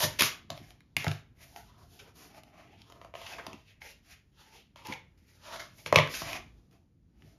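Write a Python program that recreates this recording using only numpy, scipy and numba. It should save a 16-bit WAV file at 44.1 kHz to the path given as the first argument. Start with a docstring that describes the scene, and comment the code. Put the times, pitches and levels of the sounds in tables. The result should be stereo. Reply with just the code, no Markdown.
"""A thin cardboard sleeve is torn open and handled: hands rip off its strip, drop it, fumble the flaps,
slide a card out and lay the sleeve on a wooden table. Fibres snap and tear, fingers rub, and both
drive the broad modes of the sheet. Contacts thump the low modes of the table top.
A phone listens in a small room, with the low murmur of the house behind."""
import sys
import numpy as np
from scipy import signal
from scipy.fft import rfft, irfft, next_fast_len
from scipy.io import wavfile
from scipy.ndimage import uniform_filter1d
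from numba import njit

SR = 44100
rng = np.random.default_rng(int(sys.argv[2]) if len(sys.argv) > 2 else 0)


def unload_wav(signal):
    """Save mono or channel-first audio to the path in sys.argv[1] as 16-bit WAV at rate SR, clipped to [-1, 1]."""
    wavfile.write(
        sys.argv[1],
        SR,
        np.round(np.clip(np.atleast_2d(signal).T, -1, 1) * 32767).astype(np.int16),
    )


N = 325448


def undb(db):
    """Decibels to gain."""
    return 10 ** (np.asarray(db) / 20)


def unit_rms(x):
    """Scale to rms 1."""
    return x / np.sqrt(np.mean(x ** 2))


def wander(rate_hz):
    """Random steps, smoothed twice; rms 1."""
    hold = int(SR / rate_hz)
    steps = np.repeat(rng.standard_normal(N // hold + 1), hold)
    return unit_rms(uniform_filter1d(uniform_filter1d(steps, hold), hold)[:N])


@njit
def bandpass(x, centre_hz, width_hz):
    """State-variable band-pass, unity gain at a moving centre."""
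    y, band, low = np.empty(len(x)), 0., 0.
    for i in range(len(x)):
        g, damping = np.tan(np.pi * centre_hz[i] / SR), width_hz / centre_hz[i]
        v = (band + g * (x[i] + 1e-18 - low)) / (1 + g * (g + damping))
        band, low, y[i] = 2 * v - band, low + 2 * g * v, damping * v
    return y


# Murmur spectrum: freq_hz, relative_density_db
MURMUR_SPECTRUM = [(25, -26.5), (50, -1.5), (100, -2.5), (160, -7), (300, -13.5), (550, -29.5),
                   (1200, -35.5), (3500, -42.5), (8000, -45.5), (15000, -51.5)]
# Murmur envelope: time_s, level_db
MURMUR_LEVELS = [(0, -50.5), (.4, -60), (2.4, -62), (3.3, -60), (4.2, -63), (5.3, -62), (6.3, -55),
                 (7, -64.5), (7.38, -58.5)]


def house_murmur(flicker_db=1.9, side_gain=0.39):
    """Low noise in octave bands that swell together and flicker alone."""
    freq_hz = np.arange(N // 2 + 1) * SR / N + 1
    at_hz, density_db = np.transpose(MURMUR_SPECTRUM)
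    colour = undb(np.interp(np.log(freq_hz), np.log(at_hz), density_db))
    mid, side = rfft(rng.standard_normal((2, N))) * colour
    stereo = np.array([mid + side_gain * side, mid - side_gain * side])
    murmur = np.zeros((2, N))
    for octave in range(10):
        band = np.clip(1 - abs(np.log2(freq_hz / 30) - octave), 0, 1)
        murmur += undb(flicker_db * wander(3.4)) * irfft(band * stereo, N)
    level_db = np.interp(np.arange(N) / SR, *np.transpose(MURMUR_LEVELS))
    return unit_rms(murmur) * undb(level_db)


# Room decay: freq_hz, t60_s
ROOM_DECAY = [(150, 0.79), (500, 0.16), (1500, 0.36), (4000, 0.29), (10000, 0.15)]


def echo_tails(count, gap_ms=1.6):
    """Dense stereo echoes, one pattern per hand position; each octave has its own decay."""
    t = np.arange(SR // 2) / SR
    at_hz, t60s = np.transpose(ROOM_DECAY)
    tails = np.zeros((count, 2, len(t)))
    for hz in 180 * 2. 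** np.arange(7):
        band = signal.butter(2, [hz / np.sqrt(2), hz * np.sqrt(2)], "band", fs=SR, output="sos")
        t60_s = np.interp(np.log(hz), np.log(at_hz), t60s)
        tails += signal.sosfilt(band, rng.standard_normal(tails.shape)) * 1000. ** (-t / t60_s)
    tails *= t > gap_ms / 1000
    return tails / np.sqrt(np.mean(np.sum(tails ** 2, axis=2)))


def room(direct, wet_db=-6.5):
    """The hands keep moving, so one echo pattern fades into the next every half second."""
    hop = SR // 2
    wet, padded = np.zeros((2, N + 5 * hop)), np.pad(direct, (hop, 2 * hop))
    window = np.sin(np.pi * np.arange(2 * hop) / (2 * hop))
    for k, tail in enumerate(echo_tails(count=N // hop + 2)):
        piece = padded[k * hop:(k + 2) * hop] * window
        wet[:, k * hop:(k + 3) * hop - 1] += signal.fftconvolve(piece[None], tail, axes=1)
    return direct + undb(wet_db) * wet[:, hop:hop + N]


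# Pushes on the table top: start_s, level_db, upper_modes_rel_db
TABLE_PUSHES = [(0.034, -25.5, -3), (0.207, -30.5, 7), (0.506, -38, -1.5), (0.602, -42, 1.5),
                (0.966, -32.5, -5), (1.069, -18, -12), (3.467, -46, 8), (3.529, -47, 10.5),
                (4.886, -39.5, 9.5), (5.864, -38.5, -10.5), (5.925, -27.5, -4.5), (5.965, -16, -17),
                (5.991, -25.5, -19), (6.222, -36, -9), (6.459, -53, -18), (7.233, -45, -3)]
# Table top modes, three lower then three upper: pitch_hz, gain_db, t60_s
TABLE_MODES = [(102, -1, .24), (125, -2, .2), (150, 0, .24), (215, 0, .12), (285, 0, .12), (350, -2, .1)]


def table_thumps(contact_ms=1.5, rise_s=0.0031):
    """Half-sine pushes ring the wooden top; little of the thump sounds below its modes."""
    n = int(contact_ms * SR / 1000)
    pulse = np.sin(np.pi * np.arange(n) / n) / n
    pushes = np.zeros((2, N))
    for start_s, level_db, upper_db in TABLE_PUSHES:
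        i = int(start_s * SR)
        pushes[:, i:i + n] += np.outer(undb([level_db, level_db + upper_db]), pulse)
    t = np.arange(SR // 2) / SR
    modes = np.array([undb(db) * np.sin(2 * np.pi * hz * t) * 1000. ** (-t / t60_s)
                      for hz, db, t60_s in TABLE_MODES])
    modes *= 1 - np.exp(-t / rise_s)  # the wide top takes a moment to move as a whole
    lower_and_upper = modes.reshape(2, 3, -1).sum(axis=1)
    thumps = signal.fftconvolve(pushes, lower_and_upper, axes=1).sum(axis=0)[:N]
    return signal.sosfilt(signal.butter(4, 85, "high", fs=SR, output="sos"), thumps)


def drive_gains(level_db, board_rel_db, treble_rel_db):
    """Column of gains into the sleeve's four paths: rasp, board, crisp, treble."""
    return undb(level_db + np.array([0, board_rel_db, treble_rel_db / 2, treble_rel_db]))[:, None]


# Finger and card strokes: start_s, swell_s, hold_s, level_db, board_rel_db, treble_rel_db
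RUB_STROKES = [(0, 0.00067, 0.037, -29.5, -2.5, -3), (.188, .008, 0.041, -28.5, -9, -6),
               (0.493, 0.011, .002, -55, 10.5, -10), (0.533, 0.035, 0.14, -62.5, 0, -8.5),
               (.965, .005, .03, -43, -13, -14), (1.031, 0.041, 0.068, -48, -2, -14.5),
               (1.354, 0.061, 0.12, -60, -3, -4.5), (1.555, 0.016, 0.014, -55.5, 3.5, -3.5),
               (1.657, 0.036, 0.075, -65, 2.5, -18), (1.769, 0.013, 0.038, -65, 6.5, -8),
               (1.84, 0.064, 0.13, -65, -1, -6), (1.987, 0.011, 0.096, -62, 1, -16.5),
               (2.131, 0.028, 0.1, -61, -0.5, -5), (2.291, 0.013, 0.06, -60, 3.5, -12.5),
               (2.416, 0.017, .07, -66.5, 2.5, -13), (2.506, 0.035, 0.06, -60.5, 2, -25.5),
               (2.563, 0.018, 0.07, -62, -1, -21), (2.642, 0.032, 0.14, -62, -10, -27.5),
               (2.812, 0.068, 0.17, -62.5, 4, -16.5), (3.137, 0.014, 0.17, -50, -3.5, -17),
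               (3.28, 0.072, 0.19, -53.5, 2.5, -24), (3.529, 0.048, 0.15, -61.5, -13.5, -20),
               (3.804, .015, .09, -53, -9, -12), (4.01, .05, .06, -57, -14, -14.5),
               (4.32, .07, .1, -59, -9, -18), (4.48, .05, .04, -56, -10, -17),
               (4.756, 0.0091, 0.094, -54, -2, -23.5), (4.815, 0.081, 0.028, -45.5, 0, -20),
               (5.172, 0.0044, 0.035, -71.5, -10, -11.5), (5.216, 0.073, 0.18, -63, -15.5, -14),
               (5.395, 0.093, 0.16, -43.5, -6.5, -25.5), (5.7, 0.084, .06, -62.5, -4, -4.5),
               (5.856, 0.0094, 0.0018, -35.5, -4, -19), (5.923, .012, .02, -37.5, 10, -27),
               (5.951, 0.0067, 0.039, -31, 4, -37), (6.046, 0.092, 0.068, -39, -12.5, -12.5),
               (6.17, 0.058, 0.14, -39.5, -4.5, -19.5), (6.496, .04, 0.061, -77, -5, -20.5),
               (6.706, 0.021, .002, -66.5, 1.5, -11), (7.14, 0.081, .1, -67, -1, -14.5)]


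def stroke_envelopes(swell_db=18.5, rasp_db_per_s=209.5, board_db_per_s=216.5, treble_db_per_s=258.5):
    """Strokes swell, hold and fade, treble fastest; overlaps add in power."""
    t, power = np.arange(N) / SR, np.zeros((4, N))
    crisp_db_per_s = (rasp_db_per_s + treble_db_per_s) / 2
    fade_db_per_s = np.vstack([rasp_db_per_s, board_db_per_s, crisp_db_per_s, treble_db_per_s])
    for start_s, swell_s, hold_s, *levels_db in RUB_STROKES:
        span = slice(int(start_s * SR), int(start_s * SR) + SR // 2)
        age_s = t[span] - start_s
        rise_db = -swell_db * np.clip(1 - age_s / swell_s, 0, 1)
        fall_db = -fade_db_per_s * np.clip(age_s - swell_s - hold_s, 0, None)
        power[:, span] += (drive_gains(*levels_db) * undb(rise_db + fall_db)) ** 2
    return np.sqrt(power)


def rubbing(grit_db=1.5, flicker_db=2.5, grip_db=1.5):
    """Friction: thousands of tiny catches a second, some larger, in uneven swells."""
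    grip = np.array([wander(11), wander(18)])[[0, 1, 0, 0]]  # the board path is pressed separately
    catches = rng.standard_normal((4, N))
    size_db = grit_db * rng.exponential(size=N) + flicker_db * wander(40) + grip_db * grip
    return unit_rms(catches * undb(size_db)) * stroke_envelopes()


# Crease pops and edge taps: start_s, level_db, ring_hz, board_rel_db, treble_rel_db
CREASE_SNAPS = [(0.0044, -24, 940, -12, -13), (0.0403, -19, 1760, -12, -20),
                (0.192, -19.5, 3830, -6.5, -40), (0.2211, -14, 1342, -13, -2), (0.503, -27, 667, -2, -17),
                (0.577, -40, 660, -2.5, -24), (0.706, -45, 1082, -17, -10), (0.8056, -44.5, 2480, -26, -38),
                (0.9669, -18, 3720, -9, -4.5), (1.044, -25, 1296, 0.5, -13), (1.0666, -20, 1370, -3, -46),
                (1.0804, -21.5, 1000, -11, -19), (1.1147, -22, 3800, -14, -22),
                (1.5615, -31.5, 705, -9, -23), (2.346, -44.5, 601, 4, -26), (2.4349, -47, 619, -0.5, -6.5),
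                (2.818, -42.5, 3580, -18, -36.5), (2.9, -45.5, 700, 3, -14), (2.9227, -42.5, 628, 0, -17),
                (3.015, -42, 1060, 1.5, -29), (3.0481, -46.5, 720, 9, -25), (3.1395, -39.5, 990, 3, -40),
                (3.1529, -37.5, 1148, 2, -29), (3.216, -46.5, 982, 6.5, -5), (3.4665, -26, 700, -4, -18),
                (3.531, -38, 2740, -10, -22), (3.818, -35.5, 798, -13.5, -35),
                (4.7594, -41, 2464, 0, -29.5), (4.8637, -43, 1750, -24, -7), (4.8702, -41.5, 656, -15, 5.5),
                (4.937, -27, 2460, -26, -32), (5.8613, -19.5, 1190, -10.5, -27),
                (5.9264, -16.5, 700, 13, -40), (5.945, -23, 2416, -8.5, -20), (5.9587, 0, 772, -5.5, -24.5),
                (5.9868, -7, 664, -6.5, -37), (6.0746, -22, 2464, -14, -49), (6.2194, -26, 1058, 4.5, -22),
                (6.331, -19, 2570, -14.5, -29.5), (6.712, -54.5, 2190, -10.5, -21),
                (7.222, -47, 1192, -15.5, -35.5)]
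# Fibre tears and scrapes: start_s, level_db, ring_hz, board_rel_db, treble_rel_db, swell_ms
FIBRE_RIPS = [(0.0209, -28, 1134, -14, -22, 6.8), (0.2059, -20, 3730, -7.5, -4.5, 2.4),
              (0.2307, -21.5, 1936, -12.5, -26.5, 3.2), (1.9899, -48, 2530, -34, -38, 7.0),
              (3.2625, -41.5, 2940, -23, -52, 3.4), (3.3177, -40.5, 2600, -11, -47, 12.4),
              (3.3812, -36.5, 1120, -4.5, -68, 7.8), (4.8479, -45, 2650, -3, -26, 7.3),
              (4.8828, -42, 572, -9.5, -28, 3.3), (4.9216, -29.5, 2390, -16.5, -56, 3.5),
              (5.5573, -40, 2210, -14.5, -31.5, 3.2), (5.5944, -37, 2086, -18.5, -35, 6.4),
              (5.7782, -49, 2426, -12, -27.5, 9.5), (6.1368, -29.5, 2557, -15, -38, 5.6),
              (6.3608, -37.5, 2490, -12, -39, 3.2)]


def snaps_and_rips(snap_decay_ms=1.524):
    """A snap starts at once and strikes the board; a rip swells and shakes it throughout."""
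    drive, patch_hz = np.zeros((4, N)), np.full(N, 2500.)
    t_ms = np.arange(4096) / SR * 1000
    snaps = [(*row, np.exp(-t_ms / snap_decay_ms), True) for row in CREASE_SNAPS]
    rips = [(*row, t_ms / swell_ms * np.exp(1 - t_ms / swell_ms), False) for *row, swell_ms in FIBRE_RIPS]
    events = sorted(snaps + rips, key=lambda row: row[0])
    for start_s, level_db, ring_hz, board_db, treble_db, envelope, is_snap in events:
        i, size = int(start_s * SR), np.linalg.norm(envelope)
        noise = rng.standard_normal(len(t_ms)) * envelope
        burst = np.tile(noise * size / np.linalg.norm(noise), (4, 1))
        if is_snap:
            burst[1] = size * (t_ms == 0)  # board path: one impulse of equal energy
        drive[:, i:i + len(t_ms)] += drive_gains(level_db, board_db, treble_db) * burst
        patch_hz[i:] = ring_hz
    return drive, uniform_filter1d(patch_hz, size=16)


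def flexing_modes(drive, modes, drift, flex_db):
    """Broad modes of a sheet; bending and gripping shift their pitch and level."""
    sound = np.zeros(N)
    for k, (hz, width_hz, db) in enumerate(modes):
        gain = (-1) ** k * undb(db + flex_db * wander(9))
        centre_hz = hz * (1 + drift * wander(3.9))
        sound += gain * bandpass(drive, centre_hz, float(width_hz))
    noise_power = sum(undb(2 * db) * np.pi * width_hz / SR for _, width_hz, db in modes)
    return sound / np.sqrt(noise_power)


# Low, drumming sleeve modes: pitch_hz, width_hz, relative_db
BOARD_MODES = [(352, 210, -4), (539, 170, -2), (664, 91, 2.5), (843, 120, 0.5), (954, 260, -2.5),
               (1308, 250, -8.5)]
# High, rasping sleeve modes: pitch_hz, width_hz, relative_db
RASP_MODES = [(1620, 1000, -3.5), (2190, 958, 3.5), (3136, 1310, -2.5)]


def cardboard_sleeve(patch_db=9, patch_rub_db=-8, crisp_db=7, treble_db=6.5):
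    """Bursts and rubs drive one sheet; the patch that gave way last rings at its own pitch."""
    bursts, patch_hz = snaps_and_rips()
    rubs = rubbing()
    rasp_drive, board_drive, crisp_drive, treble_drive = bursts + rubs
    rasp_shake, board_shake = (bursts + undb(patch_rub_db) * rubs)[:2]
    patch_drive = np.where(patch_hz > 1300, rasp_shake, board_shake)
    patch = undb(patch_db) * bandpass(patch_drive, patch_hz, width_hz=280.)
    rasp = flexing_modes(rasp_drive, RASP_MODES, drift=0.034, flex_db=2.5)
    board = flexing_modes(board_drive, BOARD_MODES, drift=0.036, flex_db=4.1)
    crisp = undb(crisp_db) * bandpass(crisp_drive, np.full(N, 5200.), width_hz=3200.)
    highpass = signal.butter(2, 6000, "high", fs=SR, output="sos")
    fine_fibres = undb(treble_db) * signal.sosfilt(highpass, treble_drive)
    return rasp + board + patch + crisp + fine_fibres


def scene():
    """Cardboard in the room, the table top under the phone, the house behind."""
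    return room(cardboard_sleeve()) + table_thumps() + house_murmur()


# The phone's two microphone ports: freq_hz, left_lead_rad, side_gain_db, left_minus_right_db
PHONE_PORTS = [(150, 0, -10, 1.5), (300, .1, 3, 1), (1000, .3, 1.5, 0), (2000, .1, 1.5, 2.1),
               (3000, .7, 1.5, 2.1), (4100, .2, 3, 3), (5300, .4, 3, 2.1), (6200, -.4, 3, 1),
               (7000, -1.3, 3, 0), (7700, -3.14, -30, 0), (8700, -3.14, -30, 0), (9500, -4.8, 3, 0),
               (10700, -6.28, -30, 0), (12600, -6.28, -30, 0), (13300, -7.8, 3, 0), (14200, -9.42, -35, 0)]


def record(dry, ceiling=.9, cutoff_hz=15700):
    """The phone sets width, phase and balance by frequency, rounds peaks and cuts the top."""
    n = next_fast_len(N + 4096)
    freq_hz = np.arange(n // 2 + 1) * SR / n
    at_hz, *columns = np.transpose(PHONE_PORTS)
    lead_rad, side_db, lean_db = (np.interp(freq_hz, at_hz, column) for column in columns)
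    left, right = rfft(dry, n)
    mid, side = (left + right) / 2, (left - right) / 2 * undb(side_db)
    skew = np.exp(.5j * lead_rad) * undb(lean_db / 2)
    ports = irfft(np.array([(mid + side) * skew, (mid - side) / skew]), n)[:, :N]
    lowpass = signal.ellip(10, .2, 80, cutoff_hz, fs=SR, output="sos")
    return signal.sosfilt(lowpass, ceiling * np.tanh(ports / ceiling))


dry = scene()
out = record(dry)
unload_wav(out)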